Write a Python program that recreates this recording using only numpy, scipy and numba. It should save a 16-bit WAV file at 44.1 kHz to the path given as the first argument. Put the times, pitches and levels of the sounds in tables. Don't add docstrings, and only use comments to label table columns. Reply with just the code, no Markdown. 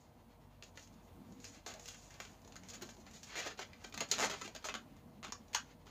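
import sys
import numpy as np
from scipy import signal
from scipy.fft import rfft, irfft
from scipy.io import wavfile
from scipy.ndimage import uniform_filter1d
from numba import njit

SR = 44100
rng = np.random.default_rng(int(sys.argv[2]) if len(sys.argv) > 2 else 0)


def int16_out(signal):
    q = np.round(np.clip(np.atleast_2d(signal).T, -1, 1) * 32767)
    wavfile.write(sys.argv[1], SR, q.astype(np.int16))


def boost(x):
    u = np.asarray(x, float) / 20
    return 10 ** u


N = 260190

# (time [s], peak [dB], tube ring [Hz], ring level [dB])
SNAPS = [(.6247, -39.5, 3920, -1), (.7741, -34, 1400, -14), (1.6631, -28, 650, -12),
         (2.251, -36, 1370, -18), (2.448, -44.5, 684, -16), (2.5226, -39, 810, -21),
         (2.635, -40.5, 2150, -12), (2.8905, -36.5, 1710, -22), (2.9678, -44.5, 550, -13),
         (3.9767, -24.5, 634, -20), (4.0063, -20, 6600, -7), (4.1245, -24, 2000, -13),
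         (4.298, -26.5, 907, -6), (4.3008, -26, 1980, -8), (4.3364, -52, 860, -2.5),
         (4.5625, -30.5, 2560, -17)]
TICKS = [(.7944, -52, 3800, 1), (.8744, -54, 961, -12), (1.323, -55, 880, 4), (1.4014, -50, 720, -19.5),
         (1.4435, -40.5, 2560, 1), (1.7389, -40.5, 560, -8), (1.7964, -43.5, 800, -5),
         (1.8578, -43, 4020, -6), (1.8795, -41, 3810, -9), (1.886, -38, 3540, -4), (1.945, -48, 3460, -13),
         (2.1061, -51.5, 1980, 3), (2.1415, -47, 493, 1), (2.4176, -57, 861, -20), (2.4766, -49.5, 780, 0),
         (2.5571, -46, 1260, 4.5), (2.5646, -43.5, 1740, -1), (3.1117, -48, 657, -22),
         (3.2315, -45, 2800, 0.5), (4.1145, -26, 4600, 7), (4.1143, -28, 6600, 2), (4.1225, -38, 6800, 3),
         (4.55, -37.5, 668, 1.5), (4.9666, -58, 640, 9), (5.3224, -41, 5600, 12.5), (3.672, -62, 6500, -13),
         (5.4825, -61, 6500, -12), (2.822, -48, 11500, 25.5), (3.865, -64, 12000, 22),
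         (3.8975, -66, 14000, 28), (4.0982, -64, 13000, 20), (4.306, -65, 14000, 25),
         (4.3135, -58, 13000, 24), (4.3392, -60, 10000, 26), (3.9768, -51, 11900, 25),
         (3.2, -74, 12000, 22), (2.2025, -60, 12000, 31)]
POPS = [(1.4519, -38.5, 5070, 5.5), (2.2019, -27, 1040, -12), (3.066, -41, 662, -25),
        (3.3553, -32.5, 1384, -0.5), (3.7327, -47.5, 2150, 7.5), (3.8452, -30.5, 2300, -10),
        (3.925, -37.5, 2500, -7), (4.0114, -24.5, 580, -2.5), (4.4777, -30.5, 2100, -28.5),
        (4.6259, -41.5, 1020, -13), (4.698, -31, 2700, -6.5), (4.754, -28, 1340, -8),
        (5.253, -36, 1450, -11), (5.868, -41.5, 920, -7), (3.593, -29.5, 732, -0.5),
        (3.8465, -35, 675, -2.5), (4.4175, -34.5, 1160, 1.5), (5.323, -40.5, 1030, 7.5),
        (1.666, -32.5, 656, -7)]
SLAPS = [
    (5.5479, -14, 3080, -11),
    (5.549, -18.5, 6340, 3.5),
    (5.5497, -27, 870, 3.5),
    (5.5555, -30, 1460, 0),
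    (5.553, -32, 1150, -12),
    (5.5604, -25.5, 1460, 1),
    (5.5655, -31.5, 1400, 3),
    (5.5715, -36, 1350, 2),
    (5.575, -40, 6400, 1),
]
CLACKS = [(4.1393, -19, 1300, -10), (4.1833, -18.5, 1200, -10.5), (4.6873, -21.5, 1140, -3),
          (4.6944, -20.5, 1200, -10), (4.7412, -19.5, 1150, -7.5), (4.7509, -21, 1240, -9),
          (5.2295, -29.5, 1100, -4.5), (5.2353, -29, 1200, -11), (5.2417, -29, 1000, -6),
          (5.2445, -29, 1100, -14), (5.248, -23, 1246, -7.5), (5.2688, -33, 1150, -4),
          (5.2827, -32.5, 1000, -4), (5.292, -43, 800, -2), (5.301, -41, 800, 1), (.6252, -35, 1710, -9),
          (4.0068, -18, 2800, -20), (4.3128, -28, 1250, -6), (3.59, -29, 1400, -9)]

# (start [s], length [s], level [dB], tube ring [Hz], treble [dB])
CREAKS = [(.634, 0.0093, -49, 4000, -3), (.645, 0.052, -65, 4040, -4), (.755, 0.12, -68, 6800, 7.5),
          (.774, 0.011, -62, 3700, -4), (.925, 0.028, -68, 4500, 2), (1.025, .04, -81, 4500, 6),
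          (1.664, 0.029, -47.5, 1500, -0.5), (1.675, 0.057, -46.5, 634, -11), (2.015, 0.032, -70, 4830, 9),
          (2.1, 0.077, -56, 2040, -9), (2.686, 0.027, -54.5, 6800, 8), (2.734, 0.027, -49, 3770, 1),
          (2.812, 0.011, -48, 1390, -10), (2.82, 0.018, -42.5, 1350, -8), (2.822, 0.061, -74, 11500, 11),
          (2.856, 0.025, -64, 6700, 3), (2.89, 0.029, -58, 4000, 2), (2.936, 0.019, -64, 6700, 3.5),
          (3.0, 0.021, -67.5, 6600, 7), (3.056, 0.017, -64, 5000, -1), (3.232, 0.017, -55.5, 6600, 7),
          (4.088, 0.06, -53.5, 6500, 0), (4.1122, 0.0048, -46, 6600, 0), (4.1142, 0.018, -35, 4400, -2),
          (4.184, 0.098, -55, 11000, 16), (4.12, 0.042, -60, 11000, 11), (4.648, 0.032, -54.5, 6700, 12.5),
          (3.458, 0.026, -35.5, 760, -27), (3.135, 0.0456, -53, 4280, -6), (3.065, 0.027, -53, 1720, -20),
          (3.3565, 0.057, -36, 2310, -12.5), (3.41, 0.0426, -41.5, 3170, -31.5),
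          (3.448, 0.043, -38.5, 1570, -24), (3.574, 0.014, -48, 3930, -25), (3.61, 0.027, -41, 2320, -26),
          (3.841, 0.0077, -47.5, 2120, -7), (4.643, 0.017, -33, 1020, -18),
          (5.5315, 0.011, -42, 2000, -5.5), (5.5455, 0.004, -44, 6260, 7), (5.548, 0.011, -45, 1400, 7),
          (5.858, 0.047, -55, 1040, -33)]
# (start [s], length [s], level [dB], tube ring [Hz], treble [dB])
GROANS = [
    (1.7, 0.11, -58, 620, -28),
    (3.27, 0.088, -48.5, 1730, -26),
    (3.5, 0.028, -41, 1630, -29),
    (3.9412, 0.0078, -33.5, 1010, -11),
    (4.145, 0.047, -39, 1560, -13),
    (4.32, 0.034, -34, 873, -41),
    (5.25, 0.051, -52, 745, -27),
]
# (start [s], length [s], slip rate [1/s], level [dB], tube ring [Hz])
SQUEAKS = [
    (3.29, 0.021, 1100, -53, 2320),
    (3.1, 0.014, 950, -65, 2330),
    (3.379, 0.035, 480, -32.5, 1880),
    (3.5925, 0.014, 310, -35.5, 1530),
    (4.414, 0.0082, 506, -32.5, 1120),
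    (4.444, 0.0234, 400, -36.5, 2600),
    (4.3, 0.021, 655, -33.5, 3300),
    (3.134, 0.0295, 1900, -60, 4320),
    (2.905, 0.019, 2300, -68, 3600),
    (3.734, 0.016, 990, -67, 2280),
]
# (start [s], length [s], slip rate [1/s], level [dB], tube ring [Hz], treble [dB])
JUDDER = [
    (4.1896, .077, 142.8, 0, 890, -2),
]
# (start [s], length [s], slip rate [1/s], level [dB], tube ring [Hz], treble [dB])
RASPS = [
    (4.185, .09, 370, -38, 580, -25),
    (4.2, .075, 490, -39.5, 420, -25),
    (4.196, 0.0587, 400, -33.5, 1600, -25),
    (1.668, 0.049, 480, -59, 870, -25),
    (1.72, 0.071, 400, -55.5, 680, -25),
    (4.008, 0.0213, 550, -37.5, 630, -18),
]
NEIGHBOURS = (.82, 1, 1.2)
# (frequency [Hz], width [Hz], level [dB])
BUNCH = [(414, 65, 3), (560, 395, 17.5)]
# (time [s], level [dB], drum pitch [Hz])
THUMPS = [(1.664, -53, 634), (1.7, -52.5, 589), (1.745, -50.5, 643), (2.821, -40.5, 366),
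          (2.979, -52.5, 373), (3.362, -46.5, 335), (3.46, -41.5, 316), (3.593, -41, 388),
          (4.009, -41, 314), (4.226, -40, 416), (4.452, -44.5, 354), (4.658, -41, 660), (4.75, -40, 235),
          (5.249, -51.5, 390)]
# (middle [s], length [s], rub level [dB], hiss level [dB])
SLIDES = [(0., 0.16, -88, -75.5), (0.825, 0.12, -78.5, -75), (1.05, 0.047, -109, -75.5),
          (1.356, 0.177, -89, -74), (1.494, .12, -66, -55), (1.697, 0.067, -73, -67),
          (1.872, 0.18, -80, -58), (2.02, 0.21, -81, -69), (2.229, 0.083, -74, -63.5),
          (2.322, 0.066, -88, -66.5), (2.515, 0.31, -80.5, -75), (2.716, 0.12, -70.5, -71),
          (2.93, 0.18, -97, -75), (3.164, 0.17, -78, -62.5), (3.28, 0.034, -62, -64),
          (3.399, 0.12, -52, -78), (3.78, 0.2, -77.5, -88), (3.856, 0.076, -79, -62.5),
          (4.003, 0.046, -59, -47), (4.24, 0.17, -50.5, -54), (4.438, 0.085, -72, -56),
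          (4.563, 0.021, -58, -76), (4.7, 0.28, -73.5, -81), (5.287, 0.073, -86, -88),
          (5.46, 0.18, -88.5, -81), (5.69, 0.088, -76, -75)]
# (middle [s], length [s], level [dB])
BUMPS = [(.25, 0.21, -60), (1.33, 0.21, -51), (.87, 0.076, -59), (1.0, 0.2, -57.5), (1.2, 0.085, -54),
         (1.51, 0.038, -55), (1.58, 0.017, -48.5), (1.71, 0.11, -58.5), (1.81, 0.045, -58),
         (1.89, 0.031, -60.5), (2.02, 0.18, -66), (2.21, 0.12, -62), (2.31, 0.052, -62),
         (2.53, 0.28, -57.5), (2.7, 0.14, -60), (2.83, 0.12, -52.5), (3.1, 0.27, -52.5), (3.27, 0.14, -64),
         (3.52, 0.27, -61.5), (3.85, 0.27, -60.5), (4.0, 0.075, -52.5), (4.12, 0.17, -53),
         (4.27, 0.18, -51), (4.45, 0.11, -54), (4.58, 0.092, -56), (4.8, 0.19, -54), (5.1, 0.37, -54.5),
         (5.29, 0.031, -54), (5.41, 0.044, -53.5), (5.7, 0.3, -58)]
# (frequency [Hz], level [dB])
FAN_AIR = [(18, -28), (33, -14), (47, -1.5), (64, -7), (90, -0.5), (121, -7), (245, -8.5), (364, -15),
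           (473, -16), (554, -15), (600, -11.5), (988, -15), (1630, -30.5), (5740, -41), (14800, -36.5),
           (16000, -34)]
# (frequency [Hz], level [dB])
HUM = [(48.5, -67.5), (99, -68.5), (146, -72.5), (238, -73), (481, -74.5)]
# (frequency [Hz], gain [dB])
MIC = [(100, -18), (300, -2.5), (1500, 6), (4500, 2.5), (5500, 0.5), (6300, 2.5), (6850, 5), (7400, -4.5),
       (8000, -11.5), (9500, -18), (12500, -14), (16000, -9)]

TICK_TREBLE_DB, SNAP_TREBLE_DB, POP_TREBLE_DB = 2, -19, -63
SLAP_TREBLE_DB, CLACK_TREBLE_DB = -20, -11.5
BOOM_DB, SLAP_BOOM_DB, CLACK_BOOM_DB = -27, -63, -26.5
SLAP_FLUTTER, CLACK_FLUTTER = 0.09, 0.05
CREAK_PER_S, GROAN_PER_S = 800, 400
JUDDER_DB, JUDDER_SPEEDUP_PER_S, JUDDER_JITTER = -21.5, 4.1, 0.004
REST_RUB_DB, REST_HISS_DB, REST_BUMP_DB = -81, -117, -102


@njit
def bandpass(x, hz, width):
    y = np.empty(len(x))
    band, low = 0., 0.
    g, k = np.tan(np.pi * hz / SR), width / hz
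    for i in range(len(x)):
        v = (band + g * (x[i] - low)) / (1 + g * (g + k))
        low += 2 * g * v
        band = 2 * v - band
        y[i] = k * v
    return y


def unit(x):
    return x / np.sqrt(np.mean(x ** 2))


def colour(x, points, size=4096):
    hz, db = np.transpose(points)
    bins_hz = np.arange(size // 2 + 1) * SR / size
    gain = boost(np.interp(np.log(bins_hz + 1), np.log(hz), db))
    cepstrum = irfft(np.log(gain))
    cepstrum[1:size // 2] *= 2
    cepstrum[size // 2 + 1:] = 0
    return signal.fftconvolve(x, irfft(np.exp(rfft(cepstrum))))[:len(x)]


def walk(rate):
    hold = int(SR / rate)
    goals = np.repeat(rng.standard_normal(N // hold + 1), hold)
    return unit(uniform_filter1d(goals, hold)[:N])


def add(out, s, part):
    i = int(s * SR)
    out[i:i + len(part)] += part[:len(out) - i]


def latex(kicks, hz, ring_db, treble_db, bunch_db):
    crack = 2.265 * bandpass(kicks, 2200.0, 7700.0)
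    spit = bandpass(kicks, 7060.0, 4500.0) + 0.47 * bandpass(kicks, 10900.0, 6900.0)
    spit = 1.97 * boost(treble_db + 9.5) * spit
    width = 70 + 0.2 * hz
    overtone = bandpass(kicks, min(2.306 * hz, 15000.), 0.17 * width)
    ring = bandpass(kicks, 1. * hz, width) - 0.85 * overtone
    ring = boost(ring_db - 24.0) * SR / np.sqrt(300 * width) * ring
    boom = sum(boost(db) * SR / w * bandpass(kicks, 1. * f, 1. * w) for f, w, db in BUNCH)
    boom = boost(bunch_db - 18.5) * bandpass(boom, 564.0, 1100.0)
    return crack + spit + ring + boom


def releases(rows, treble_1k_db, boom_db=BOOM_DB, flutter=0.14, push=-0.7):
    out, t = np.zeros(N), np.arange(3000) / SR
    for s, db, hz, ring_db in rows:
        kicks = flutter * rng.standard_normal(len(t)) * np.exp(-t / 0.004)
        kicks[0] = push
        treble_db = treble_1k_db + np.log2(hz / 1000)
        bunch_db = boom_db - 0.0379 * (db + 55)
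        add(out, s, boost(db - 2.0) * latex(kicks, hz, ring_db, treble_db, bunch_db))
    return out


def trains(rows, jitter, scatter_db, fuzz, ring_db, bunch_db, speedup=2, tubes=(1,)):
    out, size = np.zeros(N), SR // 7
    grip_shift_s = 0.0061
    for s, length, rate, db, hz, treble_db in rows:
        timing, strength = rng.standard_normal((2, 80))
        hurry = 1 - speedup * (np.arange(80) / rate - length / 2)
        steps = (1 + jitter * timing) * hurry / rate
        along = np.arange(size) / (SR * length)
        grip = (0.76 + 0.39 * along) * np.clip(4 * (1 - along), 0, 1)
        place = np.clip(np.cumsum(np.abs(steps)) - steps[0], 0, length) * SR
        kicks = fuzz * np.sqrt(rate / SR) * rng.standard_normal(size)
        i = place.astype(int)
        slip = -boost(scatter_db * strength)
        np.add.at(kicks, i, slip * (1 - place + i))
        np.add.at(kicks, i + 1, slip * (place - i))
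        turns = (np.arange(size) / (SR * grip_shift_s)).astype(int)
        tube = rng.integers(0, len(tubes), 100)[turns]
        for k, ratio in enumerate(tubes):
            held = grip * (tube == k)
            if np.any(held):
                ring_hz = min(hz * ratio, 14000.)
                add(out, s, boost(db) * latex(kicks * held, ring_hz, ring_db, treble_db, bunch_db))
    return out


def contact(x, knock):
    hollow = knock * bandpass(x, 2930, 1060.0)
    return bandpass(x, 1300., 3000.0) + hollow + 0.43 * bandpass(x, 8700.0, 7000.)


def single_releases():
    out = releases(TICKS, TICK_TREBLE_DB) + releases(SNAPS, SNAP_TREBLE_DB) + releases(POPS, POP_TREBLE_DB)
    out = out + releases(SLAPS, SLAP_TREBLE_DB, SLAP_BOOM_DB, SLAP_FLUTTER)
    clacks = releases(CLACKS, CLACK_TREBLE_DB, CLACK_BOOM_DB, CLACK_FLUTTER, 0.67)
    return out + contact(clacks, 0.9)


def squeaks():
    rows = []
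    for row in SQUEAKS:
        treble_db = -11.5 + 2 * np.log2(row[2] / 440)
        rows.append((*row, min(treble_db, 0)))
    return trains(rows, 0.015, 1.5, 0.22, -6, -29)


def judder():
    slips = trains(JUDDER, JUDDER_JITTER, 1.4, 0.44, -6.5, -23, JUDDER_SPEEDUP_PER_S)
    rasp = trains(RASPS, 0.3, 4.0, 2.9, -8.5, -31.5, tubes=NEIGHBOURS)
    return bandpass(rasp, 730.0, 1600.0) - boost(JUDDER_DB) * contact(slips, 0.2)


def creaks():
    rows = [(s, n, CREAK_PER_S, *rest) for s, n, *rest in CREAKS]
    rows += [(s, n, GROAN_PER_S, *rest) for s, n, *rest in GROANS]
    return trains(rows, 0.25, 3.0, 0.8, -9.5, -27, tubes=NEIGHBOURS)


def thumps():
    out, t = np.zeros(N), np.arange(4000) / SR
    rise_s, fall_s = 0.0027, 0.015
    swell = (1 - np.exp(-t / rise_s)) * np.exp(-t / fall_s)
    for s, db, hz in THUMPS:
        add(out, s, boost(db) * swell * np.sin(2 * np.pi * hz * t * (1 - 1.44 * t)))
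    return out


def swells(rows, rest_db):
    t = np.arange(0, N, 64) / SR
    gain = boost(rest_db)
    for s, length, db in rows:
        gain = gain + boost(db - 6 * (2 * (t - s) / length) ** 2)
    return np.interp(np.arange(N) / SR, t, 20 * np.log10(gain))


def grains():
    level_db = 1.8 * rng.exponential(size=N) + 3.2 * walk(30)
    return rng.standard_normal(N) * boost(level_db)


def hands():
    rub_db = swells([(s, n, db) for s, n, db, _ in SLIDES], REST_RUB_DB)
    hiss_db = swells([(s, n, db) for s, n, _, db in SLIDES], REST_HISS_DB)
    bump_db = swells(BUMPS, REST_BUMP_DB)
    top_db = -61
    rub = boost(np.minimum(rub_db, top_db)) * unit(bandpass(grains(), 1900.0, 4600.0))
    hiss = boost(np.minimum(hiss_db, top_db)) * unit(bandpass(grains(), 8160.0, 4800.0))
    thud = bandpass(rng.standard_normal(N), 230.6, 72.0)
    thud = bandpass(bandpass(thud, 136.0, 123.0), 149.0, 130.0)
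    return rub + hiss + boost(bump_db + 2.0 * walk(18)) * unit(thud)


def room(x):
    t60_s, tail_db = 0.17, -5.5
    t, out = np.arange(int(0.35 * SR)) / SR, x
    turn = 1.5 * walk(25)
    for share in (np.cos(turn), np.sin(turn)):
        tail = rng.standard_normal(len(t)) * boost(-60 * t / t60_s) * (1 - np.exp(-t / 0.00077))
        tail = colour(tail, [(200, -4), (1000, 0), (5840, 0), (12000, -6)])
        tail = tail / np.sqrt(np.sum(tail ** 2))
        out = out + boost(tail_db) * signal.fftconvolve(x * share, tail)[:N]
    return out


def fan():
    air = unit(colour(rng.standard_normal(N), FAN_AIR)) * boost(-62 + 1.0 * walk(6.5))
    air = air + bandpass(air, 520., 800.) * (boost(1.5 * walk(24)) - 1)
    t = np.arange(N) / SR
    lines = np.zeros(N)
    for hz, db in HUM:
        level = boost(db + min(hz / 40, 4) * walk(9))
        lines += level * np.sin(2 * np.pi * hz * t + min(hz / 60, 2.5) * walk(8))
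    start_db, settle_s = -2, 1
    return (air + lines) * boost(start_db * np.exp(-t / settle_s))


def scene():
    balloons = single_releases() + squeaks() + judder() + creaks() + thumps() + hands()
    return (colour(room(balloons), MIC) + fan())[None]


def top_cut(x):
    return signal.sosfilt(signal.butter(12, 16660, fs=SR, output="sos"), x)


def record(dry):
    dry = signal.sosfilt(signal.butter(6, 40, "high", fs=SR, output="sos"), dry)
    body = signal.sosfiltfilt(signal.ellip(10, 0.1, 40, 15500, fs=SR, output="sos"), dry)
    leak = boost(-38) * (dry - body)
    return top_cut(body + leak)


dry = scene()
out = record(dry)
int16_out(out)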